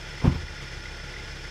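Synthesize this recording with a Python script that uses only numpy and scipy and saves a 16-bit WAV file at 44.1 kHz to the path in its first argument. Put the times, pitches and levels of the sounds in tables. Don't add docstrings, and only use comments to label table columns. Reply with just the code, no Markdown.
import sys
import numpy as np
from scipy import signal
from scipy.fft import rfft, irfft
from scipy.io import wavfile
from scipy.ndimage import uniform_filter1d

SR = 44100
rng = np.random.default_rng(int(sys.argv[2]) if len(sys.argv) > 2 else 0)


def put_to_file(sound):
    columns = np.atleast_2d(sound).T
    safe = np.clip(columns, -1, 1)
    whole_steps = np.round(safe * 32767)
    wavfile.write(sys.argv[1], SR, whole_steps.astype(np.int16))


N = 66150
TIME = np.arange(N) / SR


def from_db(db):
    return 10 ** (np.asarray(db) / 20)


def over_time(table):
    times, values = np.transpose(table)
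    return np.interp(TIME, times, values)


def rms_one(x):
    return x / np.sqrt(np.mean(x ** 2) + 1e-20)


def coloured(x, spectrum):
    hz, db = np.transpose(spectrum)
    bins = np.maximum(np.arange(N + 1) * SR / (2 * N), 1)
    gain = from_db(np.interp(np.log(bins), np.log(hz), db))
    shaped = irfft(rfft(x, 2 * N) * gain)[:N]
    return rms_one(shaped)


def narrow_noise(hz, width_hz):
    bins = np.arange(N // 2 + 1) * SR / N
    resonance = 1 / (1 + ((bins - hz) / width_hz) ** 2)
    return rms_one(irfft(rfft(rng.standard_normal(N)) * resonance, N))


def low_cut(x, hz):
    return signal.sosfilt(signal.butter(2, hz, "high", fs=SR, output="sos"), x)


# (time [s], firing rate [Hz])
FIRING_RATE = [(0, 35.45), (.35, 34.02), (.6, 33.51), (.95, 33.86), (1.25, 33.72), (1.5, 33.55)]
FIRST_PUFF_S = 0.00946


def firing_count():
    rate = over_time(FIRING_RATE)
    return np.cumsum(rate) / SR - FIRST_PUFF_S * rate[0]


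# (frequency [Hz], relative level [dB per Hz])
RUSH_COLOUR = [(20, -13), (55, 2), (90, 8.5), (118, 11.5), (180, 4.5), (260, -4), (350, 3), (520, 2.5),
               (680, -3), (1150, -4), (1550, 1.5), (1780, -0.5), (2050, 3), (2600, -5.5), (3400, 0.5),
               (3950, -8.5), (4700, -5.5), (5800, -7), (7200, -15.5), (10000, -24.5), (12000, -31),
               (15000, -35)]
# (time [s], level [dB])
RUSH_LEVEL = [(0, -41.5), (.35, -42.5), (.5, -43.5), (.62, -41.5), (.8, -42.5), (.95, -42), (1.25, -42),
              (1.5, -43)]
RUSH_THROB_DB, RUSH_FLICKER_DB = 0.44, 0.95


def rush(turns):
    throb_db = RUSH_THROB_DB * np.cos(2 * np.pi * turns)
    flicker_db = RUSH_FLICKER_DB * narrow_noise(4.5, 23)
    noise = rng.standard_normal(N) * from_db(throb_db + flicker_db)
    return from_db(over_time(RUSH_LEVEL)) * coloured(noise, RUSH_COLOUR)


WHINE_STEADY_S = 0.11


def whine(hz, width_hz):
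    tone = narrow_noise(hz, width_hz)
    power = uniform_filter1d(tone ** 2, int(WHINE_STEADY_S * SR))
    return tone / np.sqrt(power + 1e-12)


# (frequency [Hz], width [Hz], level [dB])
WHINES = [(334, 31, -57), (862, 22, -58.5), (1431, 31, -52), (1507, 110, -59), (1723, 14, -57),
          (2419, 34, -55.5), (2730, 75, -59.5), (3405, 33, -63.5), (4464, 44, -63.5), (5040, 60, -60.5),
          (5290, 40, -53.5), (5910, 18, -66), (10780, 25, -81)]
CLATTER_HZ, CLATTER_WIDTH_HZ, CLATTER_DB = 1937, 240, -53.5
CLATTER_SWING_DB = 4
CLATTER_LEAD = 0.14


def machinery(turns):
    whines = sum(from_db(db) * whine(hz, width) for hz, width, db in WHINES)
    beat = from_db(CLATTER_SWING_DB * np.cos(2 * np.pi * 2 * (turns + CLATTER_LEAD)))
    clatter = rms_one(beat * whine(CLATTER_HZ, CLATTER_WIDTH_HZ))
    return whines + from_db(CLATTER_DB) * clatter


# (time [s], level [dB], pitch [Hz])
BUZZES = [(.177, -39.5, 2056), (.207, -33.5, 2046), (.295, -44, 2051), (.426, -40, 1980),
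          (0.485, -38, 1980), (.579, -37, 2008), (0.607, -38, 2062), (0.679, -40, 1950), (.736, -37, 2019),
          (.858, -32, 2024), (0.887, -35, 2046), (1.003, -38, 2040), (1.108, -40, 2067),
          (1.141, -33.5, 2024), (1.167, -33, 2013), (1.201, -38.5, 2105), (1.453, -35.5, 2013)]
BUZZ_S = 0.0023
BUZZ_ROUGH_HZ, BUZZ_ROUGH_WIDTH_HZ, BUZZ_ROUGH = 2050, 890, 0.1


def loose_part():
    rough = BUZZ_ROUGH * narrow_noise(BUZZ_ROUGH_HZ, BUZZ_ROUGH_WIDTH_HZ)
    buzzing = np.zeros(N)
    for s, db, hz in BUZZES:
        swell = np.exp(-0.5 * ((TIME - s) / BUZZ_S) ** 2)
        buzzing += from_db(db) * swell * (np.sin(2 * np.pi * hz * TIME) + rough)
    return buzzing


def ring(force, hz, t60):
    r = from_db(-60 / (t60 * SR))
    w = 2 * np.pi * hz / SR
    return signal.lfilter([0, np.sin(w)], [1, -2 * r * np.cos(w), r * r], force + 1e-18)


# (time [s], push [dB], contact length [s], crunch [dB], grit [dB])
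CONTACTS = [(0.219, -50, 0.00067, -36.5, -72), (0.2428, -12, 0.0059, -32, -74),
            (0.2512, -23.5, 0.0023, -43, -70), (.2555, -17.5, 0.0012, -32.5, -62),
            (0.2645, -18, 0.0072, -39, -64), (.2768, -3.5, 0.0065, -38.5, -66),
            (0.2912, -17.5, 0.00405, -39.5, -70), (0.299, -27.5, 0.0043, -61, -71),
            (.325, -20.5, 0.0052, -41, -61), (0.346, -25.5, 0.0047, -39.5, -51),
            (0.3605, -13, 0.012, -50, -59), (0.432, -22, 0.0095, -47, -72)]
# (frequency [Hz], relative level [dB], time to fade by 60 dB [s])
BODY_MODES = [(56.7, -5.5, 0.16), (82.6, -15.5, 0.52), (110, -4, 0.06), (141, -4, 0.091), (172.8, 1, 0.12),
              (254.6, 5, 0.046), (273, -13, 0.04), (347.2, -3.5, 0.34), (512, -12.5, 0.14),
              (782, -9, 0.058), (880, -7, 0.059), (1022, -13, 0.089), (1254, -15.5, 0.11)]
BODY_DB, BODY_LOW_CUT_HZ = -2, 90
# (frequency [Hz], relative level [dB per Hz])
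CRUNCH_COLOUR = [(20, -50), (60, -14), (130, 1.5), (300, 3), (600, -4.5), (1100, -7), (1600, -17),
                 (2500, -16), (4000, -25.5), (9000, -39), (15000, -50)]
CRUNCH_RISE_S, CRUNCH_DECAY_S = 0.004, 0.016
RUB_DB, RUB_LOW_CUT_HZ = -21, 700
# (frequency [Hz], relative level [dB per Hz])
GRIT_COLOUR = [(500, -11), (1500, -7), (4000, 8), (9000, -23), (15000, -13)]
GRIT_PER_S, GRIT_DECAY_S = 7200, 0.02


def thump():
    force, crunch, grit = np.zeros((3, N))
    for s, push_db, length, crunch_db, grit_db in CONTACTS:
        age = TIME - s
        push = np.cos(np.pi * np.clip(age / length, -0.5, 0.5)) ** 2
        force += from_db(push_db) * push / push.sum()
        crunch += from_db(crunch_db) * np.exp(np.minimum(age / CRUNCH_RISE_S, -age / CRUNCH_DECAY_S))
        grit += from_db(grit_db) * (age > 0) * np.exp(-np.abs(age) / GRIT_DECAY_S)
    rub = low_cut(rng.standard_normal(N), RUB_LOW_CUT_HZ)
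    force += from_db(RUB_DB) * crunch * rub
    body = sum(from_db(db) * ring(force, hz, t60) for hz, db, t60 in BODY_MODES)
    body = from_db(BODY_DB) * low_cut(body, BODY_LOW_CUT_HZ)
    grains = rng.standard_normal(N) * (rng.random(N) < GRIT_PER_S / SR)
    crunching = crunch * coloured(rng.standard_normal(N), CRUNCH_COLOUR)
    return body + crunching + grit * coloured(grains, GRIT_COLOUR)


# (frequency [Hz], relative level [dB])
SILENCER = [(18, -11), (34, -0.5), (68, 6), (100, -2), (136, -5), (170, 1), (215, -5), (340, -13),
            (600, -5), (1200, -58)]
PUFF_S, PUFF_DB = 0.01113, -41.5
PUFF_SPREAD_DB, PUFF_JITTER_S = 1.6, 0.00048


def puffs(turns):
    flow = np.zeros(N)
    firing_times = np.interp(np.arange(int(turns[-1]) + 1), turns, TIME)
    for s in firing_times:
        strength, start_shift, end_shift = rng.standard_normal(3)
        start = s - PUFF_S / 2 + PUFF_JITTER_S * start_shift
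        end = s + PUFF_S / 2 + PUFF_JITTER_S * end_shift
        block = np.clip(np.minimum(TIME - start, end - TIME) * SR, 0, 1)
        flow += from_db(PUFF_SPREAD_DB * strength) * block
    return from_db(PUFF_DB) * coloured(flow - flow.mean(), SILENCER)


# (time [s], level [dB])
PIPE_HUM_LEVEL = [(0, -56.5), (.45, -55), (.62, -46.5), (.74, -45), (.82, -59.5), (.89, -53), (1.12, -50.5),
                  (1.5, -53)]
HUM_UPPER_DB = -10.5


def pipe_hum(turns):
    lower = -np.cos(2 * np.pi * 4 * turns)
    upper = -from_db(HUM_UPPER_DB) * np.cos(2 * np.pi * 5 * turns)
    return from_db(over_time(PIPE_HUM_LEVEL)) * (lower + upper)


def scene():
    turns = firing_count()
    engine = rush(turns) + machinery(turns)
    exhaust = puffs(turns) + pipe_hum(turns)
    return (engine + loose_part() + thump() + exhaust)[None]


CUTOFF_HZ = 15250


def record(dry):
    return signal.sosfilt(signal.ellip(12, 0.1, 90, CUTOFF_HZ, fs=SR, output="sos"), dry)


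dry = scene()
out = record(dry)
put_to_file(out)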